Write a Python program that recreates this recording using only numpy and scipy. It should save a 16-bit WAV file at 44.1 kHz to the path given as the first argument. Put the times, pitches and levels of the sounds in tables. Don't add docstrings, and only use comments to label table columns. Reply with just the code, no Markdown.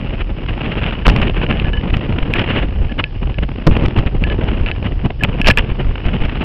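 import sys
import numpy as np
from scipy import signal
from scipy.fft import rfft, irfft, next_fast_len
from scipy.io import wavfile
from scipy.ndimage import map_coordinates

SR = 44100
rng = np.random.default_rng(int(sys.argv[2]) if len(sys.argv) > 2 else 0)


def output_pcm(signal):
    pcm = np.clip(np.atleast_2d(signal).T, -1, 1) * 32767
    wavfile.write(sys.argv[1], SR, np.round(pcm).astype(np.int16))


def volts_from_decibels(level):
    exponent = np.asarray(level, float) / 20
    return 10 ** exponent


N = 284003


def unit(x):
    return x / np.sqrt(np.mean(x ** 2) + 1e-20)


def wobble(rate):
    return map_coordinates(rng.standard_normal(int(N * rate / SR) + 4), [np.arange(N) * rate / SR])


def filtered(x, response):
    m = next_fast_len(N + SR // 2)
    return irfft(rfft(x, m) * response(np.fft.rfftfreq(m, 1 / SR)), m)[..., :N]


def rush(spectrum):
    f, v = np.transpose(spectrum)
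    colour = lambda hz: volts_from_decibels(np.interp(np.log(hz + 1), np.log(f), v))
    return unit(filtered(rng.standard_normal(N), colour))


def add(track, s, sound):
    part = track[round(s * SR):][:len(sound)]
    part += sound[:len(part)]


# (time [s], wind strength [dB], port turned into the wind [dB])
GUSTS = [(0, -28.5, -9), (.4, -29, -9.5), (.7, -24.5, -5), (1.05, -26, -6.5), (1.08, -8.5, -12.5),
         (1.27, -22, -10.5), (2.3, -24, -11.5), (2.551, -20, -1.5), (2.66, -26, -9.5), (3.0, -25.5, -14),
         (3.18, -33.5, -9.5), (3.66, -33.5, -10.5), (3.7, -17.5, -12.5), (4.1, -27.5, -13.5),
         (4.5, -21.5, -12), (5.15, -32.5, -14), (5.3, -24, -12), (6.44, -25, -6)]


def gusts():
    s, *columns = np.transpose(GUSTS)
    return [np.interp(np.arange(N) / SR, s, column) for column in columns]


# (centre [s], change [dB])
HEAVES = [(.2, 0), (.41, -9), (.61, -7), (.82, 2.5), (.97, -5.5), (1.78, 7), (2.04, -13), (2.3, 1),
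          (2.47, -8.5), (3.11, -7), (3.27, 10), (3.42, 6), (3.86, 4), (3.97, 7), (4.16, 7), (4.62, 5.5),
          (5.13, 7), (5.24, -10), (5.4, -3.5), (5.87, 8), (6.0, -1), (6.2, 4)]
# (frequency [Hz], density [dB per Hz])
LUMP_SPECTRUM = [(8.8, -23.5), (15, -4), (38, 5.5), (140, -12), (180, -40.5), (310, -120)]


def pressure_lumps(strength_db):
    mean_db, follow, heave_s = -18.5, .4, .035
    t = np.arange(N) / SR
    heave_db = sum(db * np.exp(-((t - centre) / heave_s) ** 2) for centre, db in HEAVES)
    level_db = mean_db + follow * (strength_db - strength_db.mean()) + heave_db
    swing_db = 1.5 * wobble(9) + 1.5 * wobble(14)
    return volts_from_decibels(level_db) * unit(volts_from_decibels(swing_db) * rush(LUMP_SPECTRUM))


# (frequency [Hz], density [dB per Hz])
ROAR_SPECTRUM = [(40, -24), (90, -2.5), (200, -5.5), (500, -16), (1000, -26.5), (2000, -44), (4000, -78.5)]
# (frequency [Hz], density [dB per Hz])
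HISS_SPECTRUM = [(200, -6), (500, -5), (900, -4.5), (1400, -5), (2100, -5), (2900, -0.5), (3500, -15),
                 (4700, -34), (5500, -41), (6500, -60.5)]


def turbulence(strength_db, facing_db):
    flicker = 0.44 * wobble(18) + 0.9 * wobble(45) + 0.86 * wobble(160)
    flicker = 2.2 * np.tanh(flicker / 2.2)
    hiss_burst, roar_burst = eddies()
    hiss_burst = hiss_burst * unit(volts_from_decibels(3.5 * wobble(110)))
    steady_roar = volts_from_decibels(strength_db) * unit(volts_from_decibels(3.35 * flicker + 1.3 * wobble(30)))
    steady_hiss = volts_from_decibels(strength_db + facing_db) * unit(volts_from_decibels(3.94 * flicker + 3.6 * wobble(400)))
    roar = (steady_roar + roar_burst) * rush(ROAR_SPECTRUM)
    hiss = (steady_hiss + hiss_burst) * rush(HISS_SPECTRUM)
    return roar, hiss


def wind():
    stiff_at = .72
    strength_db, facing_db = gusts()
    kicks, share = vortex_kicks()
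    roar, hiss = turbulence(strength_db, facing_db)
    buffet = share * (pressure_lumps(strength_db) + roar) + hiss
    return buffet / (1 + np.abs(buffet / stiff_at) ** 4) ** (1 / 4) + kicks


# (frequency [Hz], density [dB per Hz])
ROAD_SPECTRUM = [(59, -24.5), (100, 2), (346, -13), (1420, -32), (2280, -31), (2840, -21.5), (3860, -34.5),
                 (5240, -34), (5800, -44.5), (7540, -81.5), (12800, -120)]


def road():
    return volts_from_decibels(-39 + 0.52 * wobble(3.6)) * rush(ROAD_SPECTRUM)


# (centre [s], roar [dB], length [s])
THUDS = [(.138, -21, 0.0067), (0.306, -21.5, 0.022), (0.436, -23, 0.015), (0.685, -19, 0.021),
         (1.312, -27, .006), (1.837, -19, .009), (2.23, -14.5, 0.01), (2.306, -15, 0.0076),
         (2.563, -18.5, .02), (2.82, -21.5, 0.018), (3.164, -26, 0.0029), (3.56, -20, 0.0046),
         (3.768, -12, 0.0041), (4.15, -19, 0.0099), (4.345, -13, 0.0042), (4.784, -20, 0.0046),
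         (4.922, -17.5, 0.0037), (5.058, -12, 0.024), (5.106, -14.5, .005), (4.035, -19, .005),
         (3.986, -11.5, 0.031), (5.494, -5.5, .004), (5.246, -19.5, 0.018), (5.321, -27, 0.0062),
         (5.7, -22, 0.024), (5.96, -36, 0.01), (6.143, -16, 0.0035), (6.223, -8.5, 0.0034),
         (6.328, -26, .014), (6.43, -17, 0.0066)]
# (centre [s], hiss [dB], length [s])
HEAD_ON = [(0.211, -19, 0.025), (.495, -25.5, .025), (0.617, -14.5, 0.0056), (0.658, -21.5, 0.0091),
           (0.723, -17, 0.012), (.79, -15.5, 0.0081), (0.841, -17, 0.011), (0.889, -20, 0.02),
           (0.933, -15, 0.011), (1.164, -6, .004), (1.231, -9.5, 0.022), (1.274, -12, .012),
           (1.375, -22.5, 0.049), (1.434, -10.5, 0.026), (1.504, -15, 0.017), (1.624, -23, 0.0038),
           (1.905, -14.5, 0.0085), (1.942, -12, .016), (2.126, -15.5, .005), (2.187, -12, 0.0042),
           (2.367, -16, 0.041), (2.399, -10.5, 0.018), (2.416, -16.5, 0.016), (2.504, -15.5, 0.022),
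           (2.567, -20.5, 0.081), (2.631, -16.5, 0.028), (2.921, -15.5, .01), (2.997, -10.5, 0.023)]
# (centre [s], hiss [dB])
SPITS = [(.464, -20), (.487, -20), (.508, -20), (.578, -20), (.595, -22), (.864, -22), (.952, -25),
         (.992, -29), (1.253, -16), (1.282, -13), (1.298, -5), (1.345, -17), (1.368, -17), (1.417, -13),
         (1.466, -19), (1.512, -12), (1.572, -19), (1.97, -16), (2.443, -20), (2.513, -15), (2.6, -15),
         (2.686, -24), (2.71, -26), (3.258, -25), (3.767, -12), (4.396, -20.5), (4.435, -24),
         (4.465, -22.5), (4.763, -30), (6.205, -19)]
# (centre [s], hiss [dB], length [s])
SIDE_ON = [(2.726, -28, 0.0072), (3.232, -21, 0.016), (3.274, -19, 0.0027), (3.299, -21.5, .008),
           (3.387, -18, 0.0074), (3.433, -18.5, 0.016), (3.491, -19, 0.0051), (3.518, -24.5, .004),
           (3.586, -23.5, .008), (3.621, -25.5, 0.013), (3.856, -12.5, 0.015), (3.965, -14, 0.0072),
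           (3.989, -17, 0.0077), (4.073, -19, 0.013), (4.275, -22.5, 0.015), (4.322, -19, 0.03),
           (4.389, -13, .0025), (4.414, -21.5, .009), (4.485, -19.5, 0.02), (4.541, -26.5, 0.037),
           (4.828, -14.5, 0.0031), (4.862, -21.5, 0.033), (5.227, -15, .004), (5.295, -21, .014),
           (5.404, -19.5, .013), (5.803, -19.5, 0.023), (5.869, -33, 0.0068), (6.068, -22.5, 0.014),
           (6.255, -24, .015), (6.414, -25.5, 0.023)]


def eddies():
    bursts = [(s, db, db - 8.5, length) for s, db, length in HEAD_ON]  # centre, hiss dB, roar dB, length
    bursts += [(s, db, db + 3.5, length) for s, db, length in SIDE_ON]
    bursts += [(s, db - 8, db, length) for s, db, length in THUDS]
    bursts += [(s, db, db - 9, 0.0043) for s, db in SPITS]
    for s, height, length in KICKS:
        size_db = 20 * np.log10(abs(height))
        bursts.append((s, size_db - 19, size_db - 3.5, 1.42 * length))
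    hiss, roar = np.zeros(N), np.zeros(N)
    t = np.arange(-SR // 25, SR // 25) / SR
    for s, hiss_db, roar_db, length in bursts:
        add(hiss, s + t[0], volts_from_decibels(hiss_db - 6.0) * np.exp(-(t / (0.43 * length)) ** 2))
        add(roar, s + t[0], volts_from_decibels(roar_db - 3.0) * np.exp(-(t / (0.49 * length + 0.0025)) ** 2))
    return hiss, roar


# (start [s], end [s], level [dB])
SCRAPES = [
    (5.469, 5.492, 6),
    (5.496, 5.516, -12.5),
    (5.571, 5.603, -16),
    (1.048, 1.066, -18.5),
    (1.08, 1.105, -12.5),
    (5.238, 5.252, -14.5),
    (5.446, 5.466, -26.5),
    (4.662, 4.712, -27),
    (1.064, 1.0705, -2),
]


def glove():
    t, edge_s = np.arange(N) / SR, 0.0036
    stroke = sum(volts_from_decibels(db) * np.clip(np.minimum(t - start, end - t) / edge_s, 0, 1)
                 for start, end, db in SCRAPES)
    return stroke * unit(volts_from_decibels(4 * wobble(500))) * rush(HISS_SPECTRUM)


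# (time [s], swing [dB], swing [Hz], t60 [s], shudder [dB])
SLAMS = [
    (1.0686, 25, 42, .07, -30),
    (1.0818, 20, 500, .003, -30),
    (3.6682, 20, 19, .11, 32),
    (3.6985, 5, 110, .02, -30),
    (5.2385, 0, 120, .03, -30),
    (5.4735, 9, 24, .09, -20),
    (5.4965, 5, 40, .03, -20),
]


def slams():
    out, t = np.zeros(N), np.arange(SR // 5) / SR
    for s, db, hz, t60, shudder_db in SLAMS:
        swing = volts_from_decibels(db - 60 * t / t60) * np.sin(2 * np.pi * hz * t + .45)
        shudder = volts_from_decibels(shudder_db - 60 * t / .04) * np.sin(2 * np.pi * 156 * t)
        add(out, s, swing + shudder)
    return out


# (centre [s], signed height [full scale], length [s])
KICKS = [(1.14, 0.53, 0.0036), (1.164, -0.6, 0.0024), (1.189, -0.5, 0.0043), (1.218, 0.51, 0.008),
         (1.647, 0.64, 0.005), (1.932, -0.73, 0.0057), (1.969, -0.68, 0.0035), (2.228, -0.4, 0.015),
         (3.716, 0.51, 0.0077), (3.722, -1.3, 0.0035), (3.737, 0.35, 0.0052), (3.772, -0.78, 0.0014),
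         (3.825, 0.92, 0.0025), (3.84, -0.97, 0.0013), (3.861, -0.77, 0.0048), (3.884, -0.89, 0.0018),
         (3.978, -1, 0.0038), (3.992, 0.9, 0.0054), (3.999, 0.69, 0.0043), (4.064, -0.76, 0.004),
         (4.222, -0.62, 0.0027), (4.442, -0.71, 0.0034), (4.614, -0.65, 0.0062), (5.058, -1.3, 0.0025),
         (5.518, -0.65, 0.0053), (5.605, 0.49, 0.0068), (5.719, -0.46, 0.0076), (6.063, -0.63, 0.0081),
         (6.217, -0.47, 0.014), (6.254, 0.47, 0.0068)]


def vortex_kicks():
    out, calm, t = np.zeros(N), np.zeros(N), np.arange(-SR // 25, SR // 25) / SR
    for s, height, length in KICKS:
        add(out, s + t[0], 1.156 * height * np.exp(-(t / (0.49 * length)) ** 2))
        add(calm, s + t[0], np.exp(-(t / (length + 0.0016)) ** 2))
    return out, np.exp(-1.5 * calm)


# (frequency [Hz], width [Hz], level [dB])
CAVITY = [(2600, 380, 0), (4700, 900, -22)]


def port_response(f):
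    port = sum((-1) ** k * volts_from_decibels(db) * 1j * f * width / (centre * centre - f * f + 1j * f * width)
               for k, (centre, width, db) in enumerate(CAVITY))
    padding = 1 / (1 - (f / 3100) ** 2 + 1j * f / 3300) ** 2
    return port * padding * volts_from_decibels(-8.0)


# (time [s], click [dB], low ring [dB], high ring [dB])
FREE_TAPS = [(1.5255, -13.5, -28, -29), (1.5984, -7.5, -32.5, -32), (1.6453, -17.5, -34, -38),
             (1.6557, -27, -27.5, -30), (1.7329, -16, -27, -24.5), (1.7704, -36, -27, -23),
             (1.7964, -31, -47, -34), (2.3376, -2, -22, -27.5), (2.8947, -31, -33, -48.5),
             (3.0404, -3, -26.5, -32.5), (3.3432, -20, -37.5, -44), (4.2388, -5.5, -25, -37),
             (4.3001, -12, -22.5, -25), (4.6619, -9.5, -31.5, -30), (4.7144, -4, -33.5, -31.5),
             (5.2083, -42, -26.5, -39), (5.4152, -3.5, -29, -34)]
# (time [s], click [dB], low ring [dB], high ring [dB])
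HELD_TAPS = [
    (5.2359, 3, -17.5, -23),
    (5.4453, -12, -25.5, -22),
    (5.4625, -1.5, -17, -24),
    (5.474, 6.5, -9, -28.5),
    (5.5011, 1, -6, -26),
    (5.5082, -2, -15, -23),
    (5.5123, -1.5, -19.5, -25.5),
    (5.5735, 1, -8.5, -24),
    (5.5851, 2, -22, -28),
]
# (frequency [Hz], t60 [s])
SHELL_MODES = [(1712, .13), (2972, .09)]


def knocks(taps, ring_share):
    clicks, ring, t = np.zeros(N), np.zeros(N), np.arange(SR // 5) / SR
    for s, click_db, *ring_db in taps:
        settling = .12 * volts_from_decibels(-60 * t[1:] / .012) * rng.standard_normal(len(t) - 1)
        add(clicks, s, volts_from_decibels(click_db + 33.0) * np.r_[1, settling])
        for (hz, t60), level_db in zip(SHELL_MODES, ring_db):
            decay = volts_from_decibels(level_db + 1.0 - 60 * t / (t60 * ring_share))
            add(ring, s, decay * np.sin(2 * np.pi * hz * t))
    rattle = volts_from_decibels(4 * wobble(150))
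    return rattle * ring + filtered(clicks, port_response)


def scene():
    taps = knocks(FREE_TAPS, ring_share=.9) + knocks(HELD_TAPS, ring_share=.3)
    return (wind() + taps + slams() + glove() + road())[None]


def overload(x, top):
    return x / (1 + np.abs(x / top) ** 50) ** (1 / 50)


def top_cut(x):
    return signal.sosfilt(signal.butter(12, 16470, fs=SR, output="sos"), x)


def record(dry):
    clipped = overload(dry - .005, top=0.72)
    narrow = filtered(clipped, lambda hz: 1 / (1 + (hz / 5680) ** 40))
    return top_cut(overload(narrow, top=0.71))


dry = scene()
out = record(dry)
output_pcm(out)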